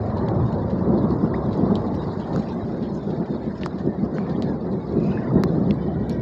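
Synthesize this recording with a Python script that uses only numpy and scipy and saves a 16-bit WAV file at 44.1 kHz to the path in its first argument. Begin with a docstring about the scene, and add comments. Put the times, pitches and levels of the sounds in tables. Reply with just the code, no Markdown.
"""A breeze rumbles up close over steady rain on a flooded field, as a small, dull microphone hears it.
Wind is shaped noise that gusts; far rain is many tiny grains blurred into drumming, splashing and hiss.
Nearer drops are short bursts of noise, knocks and ringing tones; trapped bubbles plink upward in pitch.
Late on there is a watery swish, made of noise in rising resonances, and then thin trills of narrow noise."""
import sys
import numpy as np
from scipy import signal
from scipy.fft import rfft, irfft, next_fast_len
from scipy.io import wavfile
from scipy.ndimage import uniform_filter1d, map_coordinates

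SR = 44100
rng = np.random.default_rng(int(sys.argv[2]) if len(sys.argv) > 2 else 0)


def store_wav(level_fs):
    """Save 16-bit WAV to argv[1]."""
    pcm = np.round(np.clip(np.atleast_2d(level_fs), -1, 1) * 32767)
    wavfile.write(sys.argv[1], SR, pcm.T.astype(np.int16))


N = 273861
TIME = np.arange(N) / SR  # [s]

# Levels in the tables come before any trim in the functions and before the final filters.

# the breeze between gusts: (time [s], deep boom [dB], low rumble [dB], higher rush [dB])
WIND = [(0, -28, -27, -32), (1.05, -31, -23.5, -32), (1.8, -30.5, -22, -31), (2.2, -35.5, -28, -36.5),
        (2.85, -53.5, -24.5, -36.5), (3.3, -51.5, -23, -37), (3.58, -41, -28.5, -39.5),
        (3.95, -43, -25, -38.5), (4.35, -43, -22, -34.5), (4.8, -35.5, -22.5, -36.5), (5.5, -33, -22, -33),
        (6.21, -31.5, -24, -38)]
# gusts and lulls on top of it: (middle [s], half length [s], change [dB])
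GUSTS = [(0.35, 0.15, 5), (0.937, 0.14, 6.5), (1.251, 0.012, 7), (1.646, 0.066, 3.5), (2.356, 0.037, 7.5),
         (2.52, 0.027, -2), (3.27, 0.016, -8.5), (3.578, 0.017, -7), (3.879, 0.012, 6.5),
         (4.038, 0.015, 5.5), (4.587, 0.029, -5), (4.835, 0.068, -5.5), (4.998, 0.066, 6.5),
         (5.366, 0.018, 7.5), (5.472, 0.018, 4), (5.707, 0.02, 5.5), (5.236, 0.047, -2)]
# deep buffets of wind on the microphone: (crest [s], half length [s], level [dB], pitch [Hz])
BUFFETS = [(0.395, 0.068, -22, 116), (2.646, 0.014, -24.5, 89), (5.341, 0.041, -21.5, 134),
           (5.633, 0.099, -23.5, 168)]
# tone colour of the wind's three layers: (frequency [Hz], level per Hz [dB])
BOOM_COLOUR = [(22, -39), (40, -21), (62, -3.5), (110, 2), (170, -7), (400, -63), (2000, -100)]
RUMBLE_COLOUR = [(22, -55), (40, -39.5), (62, -8.5), (110, -11), (150, -0.5), (200, 2.5), (285, -5.5),
                 (370, -4), (480, -14), (700, -23), (1200, -94), (4000, -100)]
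RUSH_COLOUR = [(250, -7.5), (520, 4.5), (720, -1), (1000, -7), (1400, -19.5), (2000, -28), (3000, -85),
               (8000, -92)]
RUMBLE_TRIM_DB = -1.32
FLUTTER_DB, FLUTTER_PER_S = 1.5, 12  # random flutter of the gusts
RUSH_FOLLOWS = 0.19  # the rush takes this share of a gust's change in dB

# rain drumming on the water further off: (time [s], level [dB])
ROAR_LEVEL = [(0, -42), (0.3, -37), (0.7, -43), (1.0, -37), (1.35, -38), (1.7, -40), (2.3, -40.5),
              (2.9, -48.5), (3.7, -49.5), (3.95, -49), (4.7, -48), (5.2, -52), (5.38, -42), (5.6, -55.5),
              (6.21, -58)]
# tone colour of that drumming: (frequency [Hz], level per Hz [dB])
ROAR_COLOUR = [(350, -24.5), (620, -3), (850, 2.5), (1150, -0.5), (1450, -11), (2000, -25), (3000, -62.5)]

# the rain: (time [s], splash on the water [dB], far hiss [dB], fine spray [dB])
RAINFALL = [(0, -52.5, -67, -59), (1.45, -60, -65, -65), (1.9, -56, -65.5, -59.5), (2.4, -52, -61, -54),
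            (2.75, -56.5, -65, -59.5), (3.2, -54.5, -65.5, -59.5), (3.6, -52.5, -67, -55.5),
            (3.95, -56.5, -70.5, -65), (4.25, -51.5, -68, -54.5), (4.75, -55, -67, -86.5),
            (4.95, -56, -65.5, -63), (5.25, -47.5, -71, -54.5), (5.55, -55, -67, -82),
            (6.21, -52, -70.5, -63)]
# tone colour of the rain's three layers: (frequency [Hz], level per Hz [dB])
SPLASH_COLOUR = [(900, -21.5), (1400, 4.5), (1850, 5), (2300, -8), (2900, -26), (4000, -16), (7000, -83)]
HISS_COLOUR = [(2000, -12.5), (2900, -16.5), (3700, 3.5), (5100, -4), (6000, -17), (6700, -13), (8000, -25),
               (9200, -49), (11000, -35), (14000, -44.5)]
SPRAY_COLOUR = [(1200, -14), (2000, 2.5), (2900, 0.5), (4000, -1), (5300, 3), (6100, -14), (6900, -7),
                (8000, -24), (9200, -49), (14000, -53)]

# lighter drops a little further off: (time [s], peak [dB])
TAPS = [(0.096, -53), (0.167, -45), (0.699, -45), (1.094, -56), (1.506, -52), (1.528, -42.5),
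        (1.759, -42.5), (2.825, -44.5), (3.102, -44.5), (3.609, -42), (3.629, -46), (3.646, -43),
        (3.783, -44), (4.292, -43.5), (4.425, -42), (6.101, -43)]
# tone colour of those drops: (frequency [Hz], level per Hz [dB])
TAP_COLOUR = [(700, -9), (1400, 0), (2700, -5.5), (4200, 2.5), (5400, -9), (6100, -15), (6900, -15),
              (8200, -33), (9300, -45.5), (14000, -54)]

# handfuls of droplets landing together: (crest [s], half length [s], level [dB rms], centre [Hz])
FLURRIES = [(0.183, 0.019, -66.5, 4130), (0.537, .01, -67, 4120), (0.985, 0.0084, -61, 4130),
            (1.114, .012, -64, 4340), (1.96, 0.02, -71, 5350), (2.125, 0.018, -63, 4130),
            (2.225, 0.019, -65, 3180), (2.484, 0.016, -64.5, 2520), (2.85, 0.022, -67, 3200),
            (2.955, 0.014, -68, 6400), (4.152, 0.0091, -72, 6300), (4.235, 0.033, -65, 2270),
            (4.359, 0.0073, -62, 3300), (6.13, .02, -69, 5400)]
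FLURRY_WIDTH = 0.15  # width of each filter pass, as a share of the centre

# close drops that ring in several short resonances: (time [s], list of (pitch [Hz], peak [dB]))
SPLATS = [(0.2853, [(1950, -31.5), (3350, -34.5), (4500, -33.5), (6800, -49)]), (0.527, [(2900, -40),
          (3900, -50), (5400, -45), (6900, -47)]), (1.7548, [(3150, -25.5), (3900, -24.5), (4500, -34.5),
          (5400, -39), (7400, -40.5)]), (2.3605, [(4600, -38), (6400, -42), (6950, -41)]),
          (3.659, [(4400, -32), (5100, -30), (6200, -41), (7100, -38), (7900, -41)]), (4.183, [(1200, -26),
          (1850, -36)]), (4.4223, [(2700, -43), (5100, -40), (6800, -40), (7700, -45)]),
          (5.7082, [(2100, -27), (2700, -25.5), (3400, -25.5), (4100, -30), (5300, -35)]),
          (6.095, [(4350, -31), (5500, -41), (6800, -37), (8100, -45), (10900, -41), (12100, -51)])]
SPLAT_T60_S, SPLAT_ATTACK_S, SPLAT_SCATTER_S = 0.012, 0.0001, 0.001

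# close drops on open water:
# (time [s], peak [dB], pitch [Hz], time to the crest [cycles], sharp snap [dB re peak])
TICKS = [(1.107, -35, 4550, 1.3, -13), (1.575, -40, 6600, 4, 10), (1.951, -37, 8100, 3.6, 11),
         (2.361, -22.5, 1300, 1.9, 3.5), (3.6342, -18.5, 2450, 0.7, -44), (3.6615, -12, 990, 0.55, -10),
         (4.1839, -21.5, 1460, 0.95, -32), (4.423, -20, 3750, 0.68, -11), (5.4366, -11.5, 1120, 0.5, 8.5),
         (5.741, -37, 7900, 3.6, 6), (6.0965, -34, 2300, 0.44, 14)]
# the microphone's treble colour, heard on the snaps: (frequency [Hz], gain [dB])
SNAP_COLOUR = [(400, -13), (1200, 0), (2800, -26.5), (4000, -2), (5500, -6.5), (8000, -18.5), (9300, -30),
               (10800, -17), (12700, -10), (15000, -46.5)]

# bubbles: (time [s], peak [dB], starting pitch [Hz], rise [octaves per s], time to fall 60 dB [s])
PLINKS = [(1.34, -24.5, 1734, 35, 0.036), (5.116, -41, 2900, 4, .04), (5.174, -23.5, 1620, 15, 0.02),
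          (5.272, -35, 1920, 10, .04), (5.307, -29, 1190, 7.7, 0.059)]

# brief watery swish: (crest [s], half length [s], level [dB])
SWISHES = [(5.108, 0.07, -51.5)]
# resonances of a swish, at its crest: (pitch [Hz], width of each filter pass [Hz], level [dB])
SWISH_MODES = [(2530, 230, 11), (4960, 520, -1), (5600, 400, -15.5), (6430, 240, -12)]
SWISH_RISE_OCT_PER_S = .25

# thin far trills, perhaps insects: (pitch [Hz], width of each filter pass [Hz], level [dB rms])
TRILLS = [(1910, 28, -59), (2300, 41, -67), (3060, 35, -67), (3460, 23, -69.5)]
TRILL_START_S, TRILL_ATTACK_S, TRILL_TRIM_DB = 5.52, 0.5, 0.5
TRILL_WAVER_DB, TRILL_WAVER_PER_S = 3.5, 13

FLOOR_DB = -89.5  # the microphone's own hiss
CUTOFF_HZ = 14400


def from_db(db):
    """Turn decibels into a plain multiplier."""
    return 10 ** (np.asarray(db) / 20)


def rms_one(x):
    """Scale a sound to an average strength (rms) of 1."""
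    return x / np.sqrt(np.mean(x ** 2) + 1e-20)


def in_time(rows):
    """Draw one curve over time for each column of a table."""
    s, *columns = np.transpose(rows)
    return [np.interp(TIME, s, column) for column in columns]


def swell_at(s, half_s):
    """A bell-shaped rise and fall."""
    return np.exp(-((TIME - s) / half_s) ** 2 / 2)


def drift(per_s):
    """Slow random wandering with spread 1."""
    # worked out at every 40th sample; the first 2000 steps let the filter settle
    r = np.exp(-80 * np.pi * per_s / SR)
    chance = rng.standard_normal(N // 40 + 2002)
    slow = signal.lfilter([1], [1, -2 * r, r * r], chance)[2000:]
    return np.interp(np.arange(N) / 40, np.arange(len(slow)), rms_one(slow))


def add(out, s, sound):
    """Mix a short sound in at a time."""
    at = int(np.clip(round(s * SR), 0, N - 1))
    out[at:at + len(sound)] += sound[:N - at]


def colour(x, spectrum):
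    """Filter a sound to follow a spectrum, with no ringing ahead of time (minimum phase)."""
    size = 2 * next_fast_len(N // 2 + 4096)
    hz, level_db = np.transpose(spectrum)
    bins = np.maximum(np.fft.rfftfreq(size, 1 / SR), 1)
    gain = from_db(np.interp(np.log(bins), np.log(hz), level_db))
    # folding the cepstrum forward in time gives the minimum-phase filter
    cepstrum = irfft(np.log(gain))
    cepstrum[1:size // 2] *= 2
    cepstrum[size // 2 + 1:] = 0
    return irfft(rfft(x, size) * np.exp(rfft(cepstrum)))[:N]


def resonance(x, hz, width_hz):
    """A two-pole band-pass with gain 1 on top."""
    r = np.exp(-np.pi * width_hz / SR)
    top = np.array([1, 0, -1]) * (1 - r * r) / 2
    return signal.lfilter(top, [1, -2 * r * np.cos(2 * np.pi * hz / SR), r * r], x)


def narrow(x, hz, width_hz):
    """Pass a sound twice through one resonance and scale it to rms 1."""
    return rms_one(resonance(resonance(x, hz, width_hz), hz, width_hz))


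def dull(x, cut_hz):
    """The microphone takes in little above its upper edge."""
    low_pass = signal.butter(6, min(cut_hz, SR / 2 - 1), fs=SR, output="sos")
    return signal.sosfilt(low_pass, x)


def flicker(x, depth_db, hold_s, size=512):
    """Narrow bands swell and fade at random, so the sound flickers and warbles; rms 1."""
    hop = size // 4
    bands = signal.stft(x, nperseg=size, noverlap=size - hop)[2]
    r = np.exp(-hop / (SR * hold_s))
    chance = signal.lfilter([1], [1, -2 * r, r * r], rng.standard_normal(bands.shape), axis=1)
    # close neighbours share part of their swell
    chance = rms_one(uniform_filter1d(chance, size=3, axis=0))
    gain = from_db(depth_db * 2 * np.tanh(chance / 2))
    return rms_one(signal.istft(bands * gain, nperseg=size, noverlap=size - hop)[1][:N])


def ring(clicks, hz, t60):
    """A unit click sets a sine of height 1 ringing; it falls by 60 dB in t60 seconds."""
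    r = from_db(-60 / (t60 * SR))
    w = 2 * np.pi * min(hz, SR / 2 - 1) / SR
    return signal.lfilter([0, r * np.sin(w)], [1, -2 * r * np.cos(w), r * r], clicks + 1e-18)


def patter(per_s, low_hz, high_hz, cycles, spread_db, count=20):
    """Drops of random size fall at random; each rings for some cycles at one of many pitches."""
    sizes = from_db(spread_db * np.minimum(rng.exponential(1, N), 4)) * rng.choice([-1, 1], N)
    drops = sizes * (rng.random(N) < per_s / SR)
    dealt = rng.integers(0, count, N)  # which pitch each drop gets
    pitches = np.geomspace(low_hz, high_hz, count)
    # high grains die sooner and peak higher, so every pitch carries a like share
    grains = sum(hz * ring(drops * (dealt == k), hz, cycles / hz) for k, hz in enumerate(pitches))
    return rms_one(grains)


def spatter(per_s, spread_db, decay_s):
    """Middling drops throw up brief puffs of spray at random; mean power 1."""
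    sizes = from_db(spread_db * np.minimum(rng.exponential(1, N), 3))
    impacts = sizes ** 2 * (rng.random(N) < per_s / SR)
    power = signal.lfilter([1], [1, -np.exp(-1 / (decay_s * SR))], impacts + 1e-18)
    return rms_one(np.sqrt(power) * rng.standard_normal(N))


def eddies(spectrum, steady_s):
    """Turbulent air: it flutters quickly but keeps its strength over longer spans."""
    air = colour(rng.standard_normal(N), spectrum)
    return air / np.sqrt(uniform_filter1d(air ** 2, int(steady_s * SR) + 1) + 1e-20)


def buffet(s, half_s, db, hz):
    """A brief push of wind makes a deep thud of noise around one pitch."""
    spectrum = [(hz / 3, -40), (hz, 0), (hz * 2, -30), (hz * 20, -110)]
    return from_db(db) * swell_at(s, half_s) * eddies(spectrum, steady_s=0.3)


def breeze():
    """Large eddies rumble and buffet at the microphone, small ones rush above; gusts lift both."""
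    boom_db, rumble_db, rush_db = in_time(WIND)
    gust_db = sum(change_db * swell_at(s, half) for s, half, change_db in GUSTS)
    gust_db = gust_db + FLUTTER_DB * drift(FLUTTER_PER_S)
    boom = from_db(boom_db) * eddies(BOOM_COLOUR, steady_s=0.89)
    rumble = from_db(RUMBLE_TRIM_DB + rumble_db + gust_db) * eddies(RUMBLE_COLOUR, steady_s=0.16)
    rush = flicker(eddies(RUSH_COLOUR, steady_s=0.027), depth_db=4.0, hold_s=0.019, size=1024)
    rush = from_db(rush_db + RUSH_FOLLOWS * gust_db) * rush
    buffets = sum(buffet(*row) for row in BUFFETS)
    return boom + rumble + buffets + rush


def roar():
    """Heavy drops all over the field merge into a dull drumming that comes in waves."""
    level_db, = in_time(ROAR_LEVEL)
    drumming = patter(per_s=1500, low_hz=550, high_hz=1600, cycles=4, spread_db=2.5, count=10)
    drumming = flicker(colour(drumming, ROAR_COLOUR), depth_db=4.0, hold_s=0.017, size=1024)
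    return from_db(level_db) * drumming


def rain():
    """Countless far drops blur into a flickering wash; nearer ones are grains and puffs of spray."""
    splash_db, hiss_db, spray_db = in_time(RAINFALL)
    large = patter(per_s=90, low_hz=900, high_hz=3200, cycles=5, spread_db=3.0, count=10)
    small = patter(per_s=190, low_hz=2740, high_hz=9150, cycles=3.9, spread_db=0.5, count=14)
    puffs = spatter(per_s=78, spread_db=5.5, decay_s=0.007)
    # the grains are mixed into a steady noise before both are coloured
    splash = colour(from_db(-15) * large + rng.standard_normal(N), SPLASH_COLOUR)
    splash = flicker(splash, depth_db=9.5, hold_s=0.009, size=1024)
    hiss = colour(from_db(-11.5) * small + rng.standard_normal(N), HISS_COLOUR)
    hiss = flicker(hiss, depth_db=9.5, hold_s=0.008, size=768)
    spray = flicker(colour(puffs, SPRAY_COLOUR), depth_db=7.0, hold_s=0.007, size=512)
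    hiss_db = hiss_db + 5.5 + 1.8 * drift(18)
    return from_db(splash_db) * splash + from_db(hiss_db) * hiss + from_db(spray_db - 6.0) * spray


def taps(level_db, attack_s, decay_s, spray_db, spray_s):
    """A light drop is a tiny crack and a short spray of noise, each drop with fresh noise."""
    out, t = np.zeros(N), TIME[:SR // 16]
    fall = np.exp(-t / decay_s) + from_db(spray_db) * np.exp(-t / spray_s)
    envelope = (1 - np.exp(-t / attack_s)) * fall
    for s, peak_db in TAPS:
        add(out, s, from_db(peak_db + level_db) * envelope * rng.standard_normal(len(t)))
    return colour(out, TAP_COLOUR)


def flurries(level_db):
    """Droplets land in clusters; those of one cluster are alike in size, and so in pitch."""
    grains = spatter(per_s=500, spread_db=3.0, decay_s=.002)
    return sum(from_db(db + level_db) * swell_at(s, half) * narrow(grains, hz, FLURRY_WIDTH * hz)
               for s, half, db, hz in FLURRIES)


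def splats():
    """A drop breaks up as it lands; its resonances start a moment apart and die quickly."""
    out, t = np.zeros(N), TIME[:SR // 25]
    envelope = (1 - np.exp(-t / SPLAT_ATTACK_S)) ** 2 * from_db(-60 * t / SPLAT_T60_S)
    for s, modes in SPLATS:
        for hz, peak_db in modes:
            tone = from_db(peak_db - 2.5) * envelope * np.sin(2 * np.pi * hz * t)
            add(out, s + SPLAT_SCATTER_S * rng.random(), tone)
    return out


def close_drops(contact_s, tail_db, rebound_db):
    """Each impact is a sharp snap, a short knock, a weaker rebound and a faint, short tail of noise."""
    knocks, snaps, t = np.zeros(N), np.zeros(N), TIME[:SR // 20]
    tail_fall = from_db(tail_db - 60 * t / .05)  # falls by 60 dB in 0.05 s
    rebound_s = rng.uniform(.0006, .0018, len(TICKS))
    for (s, peak_db, hz, cycles, snap_db), later in zip(TICKS, rebound_s):
        peak = from_db(peak_db)
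        age = t * hz / cycles  # 1 at the crest
        knock = peak * np.cos(2 * np.pi * (t * hz - cycles)) * (age * np.exp(1 - age)) ** 3
        tail = rms_one(resonance(rng.standard_normal(len(t)), hz=4050, width_hz=2800)) * tail_fall
        add(knocks, s - cycles / hz / 2, knock)
        add(knocks, s + later, from_db(rebound_db) * knock)  # gives each drop its own ripple of colour
        add(knocks, s, peak * tail)
        add(snaps, s, -from_db(peak_db + snap_db + 3.0) * np.exp(-t / contact_s))
    return dull(knocks, cut_hz=5850) + colour(snaps, SNAP_COLOUR)


def plinks(swell_s, life_s):
    """A trapped bubble rings, rises in pitch as it nears the surface, and stops when it gets there."""
    out, t = np.zeros(N), TIME[:SR // 16]
    alive = (1 - np.exp(-t / swell_s)) * np.exp(-(t / life_s) ** 4)
    for s, peak_db, hz, rise, t60 in PLINKS:
        phase = 2 * np.pi * np.cumsum(hz * 2 ** (rise * t)) / SR
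        add(out, s, np.sin(phase) * from_db(peak_db - 60 * t / t60) * alive)
    return out


def swishes():
    """Water sloshes briefly: a swell of noise in a few rising resonances."""
    noise, out = rng.standard_normal(N), 0
    wash = sum(from_db(db) * resonance(resonance(noise, hz, width), hz, width)
               for hz, width, db in SWISH_MODES)
    wash = flicker(rms_one(wash), depth_db=4.0, hold_s=0.015, size=768)
    for s, half, db in SWISHES:
        # reading the noise ever faster raises its pitch
        speed = 2 ** (SWISH_RISE_OCT_PER_S * np.clip(TIME - s, -2 * half, 2 * half))
        rising = map_coordinates(wash, [np.cumsum(speed) % (N - 1)], order=3)
        out = out + from_db(db) * swell_at(s, half) * rising
    return out


def trills():
    """Narrow bands of noise sound like thin tones far across the field; each wavers by itself."""
    noise, out = rng.standard_normal(N), 0
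    for hz, width, db in TRILLS:
        level_db = db + TRILL_TRIM_DB + TRILL_WAVER_DB * drift(TRILL_WAVER_PER_S)
        out = out + from_db(level_db) * narrow(noise, hz, width)
    return np.clip((TIME - TRILL_START_S) / TRILL_ATTACK_S, 0, 1) * out


def scene():
    """Mix all the layers in open air, with no reverberation."""
    weather = breeze() + roar() + rain()
    drops = taps(level_db=1.5, attack_s=0.0014, decay_s=0.0062, spray_db=-1.0, spray_s=0.027)
    drops = drops + flurries(level_db=9.5) + splats()
    drops = drops + close_drops(contact_s=.00004, tail_db=-32.5, rebound_db=-11)
    bubbles = plinks(swell_s=.001, life_s=.016)
    floor = from_db(FLOOR_DB) * rng.standard_normal(N)
    return (weather + drops + bubbles + swishes() + trills() + floor)[None]


def record(dry):
    """Cut the deepest bass and the top."""
    no_sub = signal.sosfilt(signal.butter(4, 33, "high", fs=SR, output="sos"), dry)
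    return signal.sosfilt(signal.ellip(10, .1, 80, CUTOFF_HZ, fs=SR, output="sos"), no_sub)


dry = scene()
out = record(dry)
store_wav(out)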